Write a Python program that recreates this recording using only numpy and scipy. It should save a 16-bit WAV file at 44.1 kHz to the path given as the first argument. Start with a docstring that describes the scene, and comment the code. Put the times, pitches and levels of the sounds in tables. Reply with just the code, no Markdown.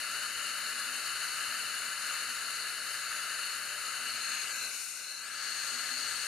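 """A saliva ejector sucks air in a patient's open mouth, close by, in a dental surgery.
Turbulence at its tip is broadband noise that excites the resonances of the mouth and the tube.
A hand-held light shield swings away and back: the hiss dips and turns hollow as the paths round the
shield interfere, and the tip settles a little differently.
Beneath the hiss lie a low machine hum and a thin motor whine."""
import sys
import numpy as np
from scipy import signal
from scipy.io import wavfile
from scipy.ndimage import uniform_filter1d

SR = 44100
rng = np.random.default_rng(int(sys.argv[2]) if len(sys.argv) > 2 else 0)


def dump_mix(stems):
    """Bounce the given channels to the path in sys.argv[1] as a 16-bit WAV at rate SR."""
    frames = np.atleast_2d(stems).T  # one column per channel
    limited = np.clip(frames, -1, 1)  # hard clip at full scale
    pcm = np.round(limited * 32767).astype(np.int16)
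    wavfile.write(sys.argv[1], SR, pcm)


N = 276495

# resonances of mouth and tube:
# (frequency [Hz], width [Hz], gain as first seated [dB], gain once shifted [dB], left minus right [dB])
MOUTH_MODES = [(1318, 177, -2, -4.5, 6.5), (1455, 325, -2, -4, 2.5), (1680, 242, -0.64, -0.2, 3),
               (2175, 480, -13, -15, 10.5), (2687, 360, -7, -6, 5.5), (2894, 182, -0.26, -3, 4.5),
               (3780, 600, -22, -26, 1), (4285, 467, -0.8, -2.7, 2.5), (4636, 250, -6.5, -5, 4),
               (5210, 1100, -14.5, -18, -5.5), (6425, 480, -10.5, -15, 6), (6783, 118, -6, -10.5, 15.5),
               (7030, 450, -6, -10.5, 1.5), (8214, 510, -10.5, -7.5, 12.5), (9000, 610, -15, -11, 6),
               (9540, 430, -13, -18.5, 15.5), (10180, 490, -11.5, -16.5, 19.5),
               (10550, 550, -15.5, -26, 16.5), (11820, 530, -16.5, -22, 8.5), (12100, 380, -15, -23, 1)]
# broad hiss of the jet:
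# (frequency [Hz], gain as first seated [dB], gain once shifted [dB], left minus right [dB])
JET_SPECTRUM = [(30, -35, -28, 4), (130, -24.5, -25, 3), (370, -26, -24.5, 2.5), (580, -20, -20.5, 3),
                (820, -20.5, -18, 3), (1090, -21.5, -19.5, 7), (2070, -15.5, -12.5, 0.5),
                (3100, -13, -16, 9), (5700, -18.5, -10, 7), (7700, -20, -11, 5), (11200, -16.5, -16, 8),
                (13040, -32, -21.5, 10), (14180, -30.5, -41, 23), (15100, -44, -60, 8)]
# how far the tip has shifted in the mouth: (time [s], share [0-1])
TIP_SHIFT = [(4.0, 0), (4.2, 0.5), (5.0, 0.94), (5.5, 0.86)]
# likeness of the hiss in the two channels: (frequency [Hz], correlation [0-1])
CORRELATION = [(40, 0.5), (290, 0.81), (900, 0.85), (1450, 1), (2300, 0.74), (2900, 0.97), (3600, 0.7),
               (4350, 0.78), (5700, 0.3), (6900, 0.29), (7800, 0.05), (10000, 0.31), (14000, 0.15)]
# the tip draws more or less air: (time [s], half length [s], gain [dB])
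FLOW_SURGES = [(0.55, 0.39, 1), (1.45, 0.3, 1), (2.14, 0.079, 2), (2.77, 0.086, -2), (3.68, 0.11, -1.5)]
# the middle resonances open up as the instruments are moved: (time [s], half length [s], gain [dB])
MOUTH_OPENING = [(4.62, 0.44, 7.5)]
# swells of the tube's main ring:
# (time [s], half length [s], gain [dB], frequency [Hz], left minus right [dB])
TUBE_SWELLS = [(1.47, 0.32, 0, 4290, 1.7), (2.6, 0.14, 4, 4340, 0.5), (3.485, 0.074, 3, 4370, 1.2),
               (4.274, 0.2, 7.5, 4220, 2.2), (4.658, 0.082, 14, 4090, 2), (5.104, 0.1, 13.5, 4140, -2),
               (5.863, 0.7, 5.5, 4335, 9.5)]
# a high whistle that splits in two as the tip is nudged:
# (time [s], half length [s], gain [dB], frequency [Hz])
TIP_WHISTLES = [(4.28, 0.1, 13.5, 6630), (4.41, 0.065, 13, 6530), (4.567, 0.065, 9, 6270),
                (4.58, 0.09, 9, 7170), (4.77, 0.06, 5, 6500), (5.8, 0.6, 9, 6630)]
# the shield leaves fast, slows at the far end and speeds up on the way back:
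# (time [s], first notch [Hz], strength [0-1])
SHIELD_SWING = [(4.42, 4700, 0.04), (4.48, 4200, 0.6), (4.52, 3400, 1), (4.64, 3200, 0.7), (4.8, 3200, 0.7),
                (5.0, 3160, 0.7), (5.12, 3200, 0.9), (5.2, 3400, 1), (5.25, 3870, 1), (5.29, 4520, 0.8),
                (5.35, 5000, 0.04)]
# where the paths round the shield cancel: (multiple of the first notch [ratio], width [Hz], gain [dB])
SHIELD_NOTCHES = [(1, 302, -16.5), (1.46, 520, -12), (2.5, 620, -7.5)]
# resonance of the gap between shield and face: (time [s], frequency [Hz], strength [0-1])
CAVITY_GLIDE = [(4.42, 1630, 0), (4.55, 1590, 0.9), (4.72, 1520, 1), (4.93, 1470, 0.9), (5.08, 1575, 0.95),
                (5.22, 1630, 0.7), (5.36, 1720, 0)]
# that resonance's peak and the notch on either side: (offset from centre [Hz], width [Hz], gain [dB])
CAVITY_SHAPE = [(-170, 140, -2), (0, 125, 9), (235, 250, -13)]
# the dip while the shield is away, the treble falling last:
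# (frequency [Hz], time of fall [s], fall time [s], time of return [s], return time [s], gain [dB])
LEVEL_DIP = [(700, 4.73, 0.04, 5.37, 0.17, -7.5), (1280, 4.72, 0.089, 5.25, 0.12, -9),
             (1650, 4.69, 0.12, 5.24, 0.15, -8), (2800, 4.65, 0.21, 5.35, 0.18, -6.5),
             (5360, 5.02, 0.1, 5.38, 0.047, -4.5), (11000, 4.97, 0.11, 5.41, 0.16, -7)]
# the machine's drone swells and sinks: (time [s], half length [s], gain [dB])
DRONE_SURGES = [(0.97, 0.08, 2), (1.55, 0.1, 6), (3.3, 0.7, -2.5), (4.1, 0.074, 7), (4.32, 0.05, 4),
                (5.0, 0.12, 8), (5.54, 0.08, 9), (5.96, 0.14, 6.5)]
# the machine's hum tones: (frequency [Hz], pitch wander [Hz], level before panning and dip [dB])
HUM_TONES = [(46, 3.9, -86), (101, 4.95, -77.5), (207, 5.5, -79), (320.3, 2.7, -81), (444.4, 5.5, -74),
             (497, 4.32, -77.5), (595.5, 7.03, -69.5), (747, 8.36, -75), (1160, 2.66, -79)]


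def suction(frame=1024):
    """Source and filter: the jet's noise is shaped by mouth, tube and shield, frame by frame."""
    framing = dict(fs=SR, nperseg=frame, noverlap=frame - frame // 4)
    hz, s, (shared, *separate) = signal.stft(turbulence(), **framing)
    correlation = across(CORRELATION, hz[:, None])[0]
    jet = np.sqrt(correlation) * shared + np.sqrt(1 - correlation) * np.array(separate)
    airway = mouth(hz, s) * mouth_opening(hz, s) * tube_ring(hz, s) * tip_whistle(hz, s)
    hiss = jet * air_flow(hz, s) * airway * shield(hz, s)
    return signal.istft(hiss, **framing)[1][:, :N]


def turbulence(flutter_db=0.43, flutter_hz=45, reflection_db=-12, decay_s=0.093):
    """Amplitude modulation: three noises flutter as the wet tip trembles; reflections ripple them."""
    noise = rng.standard_normal((3, N)) * undb(flutter_db * walk(flutter_hz))
    t = np.arange(SR // 4) / SR
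    reflections = rng.standard_normal(len(t)) * undb(-60 * t / decay_s)
    reflections *= undb(reflection_db) / np.linalg.norm(reflections)
    return noise + signal.fftconvolve(noise, reflections[None], axes=1)[:, :N]


def air_flow(hz, s, body_db=-25.5, treble_db=-26.5, treble_surge=0.74):
    """Flow noise grows with the flow: surges move the low resonances most and the treble less."""
    treble = treble_share(hz)
    surge_db = swells(FLOW_SURGES, s)
    return undb((1 - treble) * (body_db + surge_db) + treble * (treble_db + treble_surge * surge_db))


def mouth(hz, s, saliva_db=0.76, saliva_hz=14, turn_db=0.5):
    """Resonance: modes of mouth and tube add in power, driven as the tip's place and the saliva allow."""
    shift = follow(TIP_SHIFT, s)[0]
    seated_db, shifted_db, side_db = across(JET_SPECTRUM, hz[:, None])
    power = (pan(side_db) * undb(seated_db + shift * (shifted_db - seated_db))) ** 2
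    for centre_hz, width_hz, seated_db, shifted_db, side_db in MOUTH_MODES:
        drive = undb(seated_db + shift * (shifted_db - seated_db) + saliva_db * walk_at(saliva_hz, s))
        mode = np.outer(resonance(hz, centre_hz, width_hz), drive)
        power += (pan(side_db)[:, None, None] * mode) ** 2
    return np.sqrt(power) * antiresonance(hz, s, shift) * pan(turn_db * shift)[:, None]


def antiresonance(hz, s, shift, centre_hz=3320, width_hz=230, seated_db=-17, shifted_db=-3):
    """An antiresonance parts the mouth's modes from the tube's ring; it weakens as the tip shifts."""
    notch_hz = centre_hz + 35 * walk_at(9, s)  # the notch wavers slightly in pitch at random
    depth_db = seated_db + shift * (shifted_db - seated_db)
    return undb(depth_db * resonance(hz[:, None], notch_hz, width_hz))


def mouth_opening(hz, s, centre_hz=2450, width_hz=600):
    """Resonant gain: the mouth's middle band opens up and closes again."""
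    return undb(np.outer(resonance(hz, centre_hz, width_hz), swells(MOUTH_OPENING, s)))


def tube_ring(hz, s, width_hz=275):
    """Pipe resonance: the tube's main ring swells and fades, a little flatter while the shield is away."""
    gain_db = side_db = 0
    for at, half_s, swell_db, centre_hz, lean_db in TUBE_SWELLS:
        shape = np.outer(resonance(hz, centre_hz, width_hz), bell(s, at, half_s))
        gain_db += swell_db * shape
        side_db += lean_db * shape
    return undb(gain_db) * pan(side_db)


def tip_whistle(hz, s, width_hz=230):
    """Narrow resonances at the tip lift the noise into whistles that come and go as it moves."""
    return undb(sum(db * np.outer(resonance(hz, centre_hz, width_hz), bell(s, at, half_s))
                    for at, half_s, db, centre_hz in TIP_WHISTLES))


def shield(hz, s, uncovered_db=1.6, wobble=0.01, wobble_hz=40):
    """Destructive interference: paths round the shield cancel in notches that fall, then rise again."""
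    first_hz, strength = follow(SHIELD_SWING, s)
    gain_db = uncovered_db * treble_share(hz)  # uncovered, the jet is brighter
    for multiple, width_hz, depth_db in SHIELD_NOTCHES:
        notch_hz = multiple * first_hz * (1 + wobble * walk_at(wobble_hz, s))
        gain_db = gain_db + depth_db * resonance(hz[:, None], notch_hz, width_hz)
    return undb(strength * gain_db) * cavity(hz, s) * dip(hz[:, None], s)


def cavity(hz, s):
    """Cavity resonance: a hollow peak between two notches sinks as the gap under the shield widens."""
    centre_hz, strength = follow(CAVITY_GLIDE, s)
    shape_db = sum(db * resonance(hz[:, None], centre_hz + offset_hz, width_hz)
                   for offset_hz, width_hz, db in CAVITY_SHAPE)
    return undb(strength * shape_db)


def dip(hz, s):
    """Attenuation: each band falls and recovers at its own pace while the shield is away."""
    falls, fall_s, returns, return_s, db = across(LEVEL_DIP, hz)
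    away = (np.tanh((s - falls) / fall_s) - np.tanh((s - returns) / return_s)) / 2
    return undb(db * away)


def machine(drone_db=-71, whine_db=-54.5, side_db=5.5, drift_db=1.4, drift_hz=7):
    """Superposition: a swelling drone, hum tones and a motor whine; all dip while the shield is away."""
    t = np.arange(N) / SR
    swell_db = swells(DRONE_SURGES, t) + drift_db * walk(drift_hz)
    drone = undb(drone_db + swell_db) * rough_tone(hz=248, wander_hz=4.07, flicker_db=3.6)
    hum = sum(undb(db) * rough_tone(hz, wander_hz, flicker_db=2.6) for hz, wander_hz, db in HUM_TONES)
    whine = undb(whine_db) * rough_tone(hz=2009, wander_hz=1.745, flicker_db=1.0)
    return pan(side_db)[:, None] * (drone + hum + whine) * dip(hz=248, s=t)


def rough_tone(hz, wander_hz, flicker_db, rate_hz=22):
    """Random frequency and amplitude modulation roughen a sine tone, scaled to rms 1."""
    phase = 2 * np.pi * np.cumsum(hz + wander_hz * walk(rate_hz)) / SR
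    wave = np.sin(phase) * undb(flicker_db * walk(rate_hz))
    return wave / wave.std()


def resonance(hz, centre_hz, width_hz):
    """Lorentzian resonance curve: 1 at its centre, 1/2 at half a width to either side."""
    return 1 / (1 + (2 * (hz - centre_hz) / width_hz) ** 2)


def treble_share(hz):
    """Crossover: 0 over the mouth's low resonances, 1 over the jet's treble."""
    return np.interp(hz, [3200, 5000], [0, 1])[:, None]


def bell(s, at, half_s):
    """Gaussian envelope of height 1."""
    return np.exp(-((s - at) / half_s) ** 2)


def swells(table, s):
    """Sum of Gaussian swells, in dB, at the times s."""
    return sum(db * bell(s, at, half_s) for at, half_s, db in table)


def walk(rate_hz):
    """Low-pass noise: random levels held 1 / rate_hz seconds and smoothed twice; spread near 1."""
    hold = max(int(SR / rate_hz), 1)
    held = np.repeat(rng.standard_normal(N // hold + 1), hold)
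    return 1.404 * uniform_filter1d(uniform_filter1d(held, hold), hold)[:N]


def walk_at(rate_hz, s):
    """Low-pass noise sampled at the times s."""
    return walk(rate_hz)[np.minimum(s * SR, N - 1).astype(int)]


def follow(table, s):
    """Linear interpolation of a table's columns at the times s."""
    times, *columns = np.transpose(table)
    return [np.interp(s, times, column) for column in columns]


def across(table, hz):
    """Interpolation of a table's columns over log frequency."""
    points, *columns = np.transpose(table)
    return [np.interp(np.log(hz + 1), np.log(points), column) for column in columns]


def pan(db):
    """Left and right gains for a level difference."""
    return undb(np.array([db, -db]) / 2)


def undb(db):
    """Decibels to amplitude ratio."""
    return 10 ** (np.asarray(db) / 20)


def scene():
    """Superposition of the suction hiss and the machine."""
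    return suction() + machine()


def record(dry, cutoff_hz=14900):
    """Band limiting: a steep low-pass filter removes the highest treble."""
    return signal.sosfilt(signal.ellip(10, .1, 80, cutoff_hz, fs=SR, output="sos"), dry)


dry = scene()
out = record(dry)
dump_mix(out)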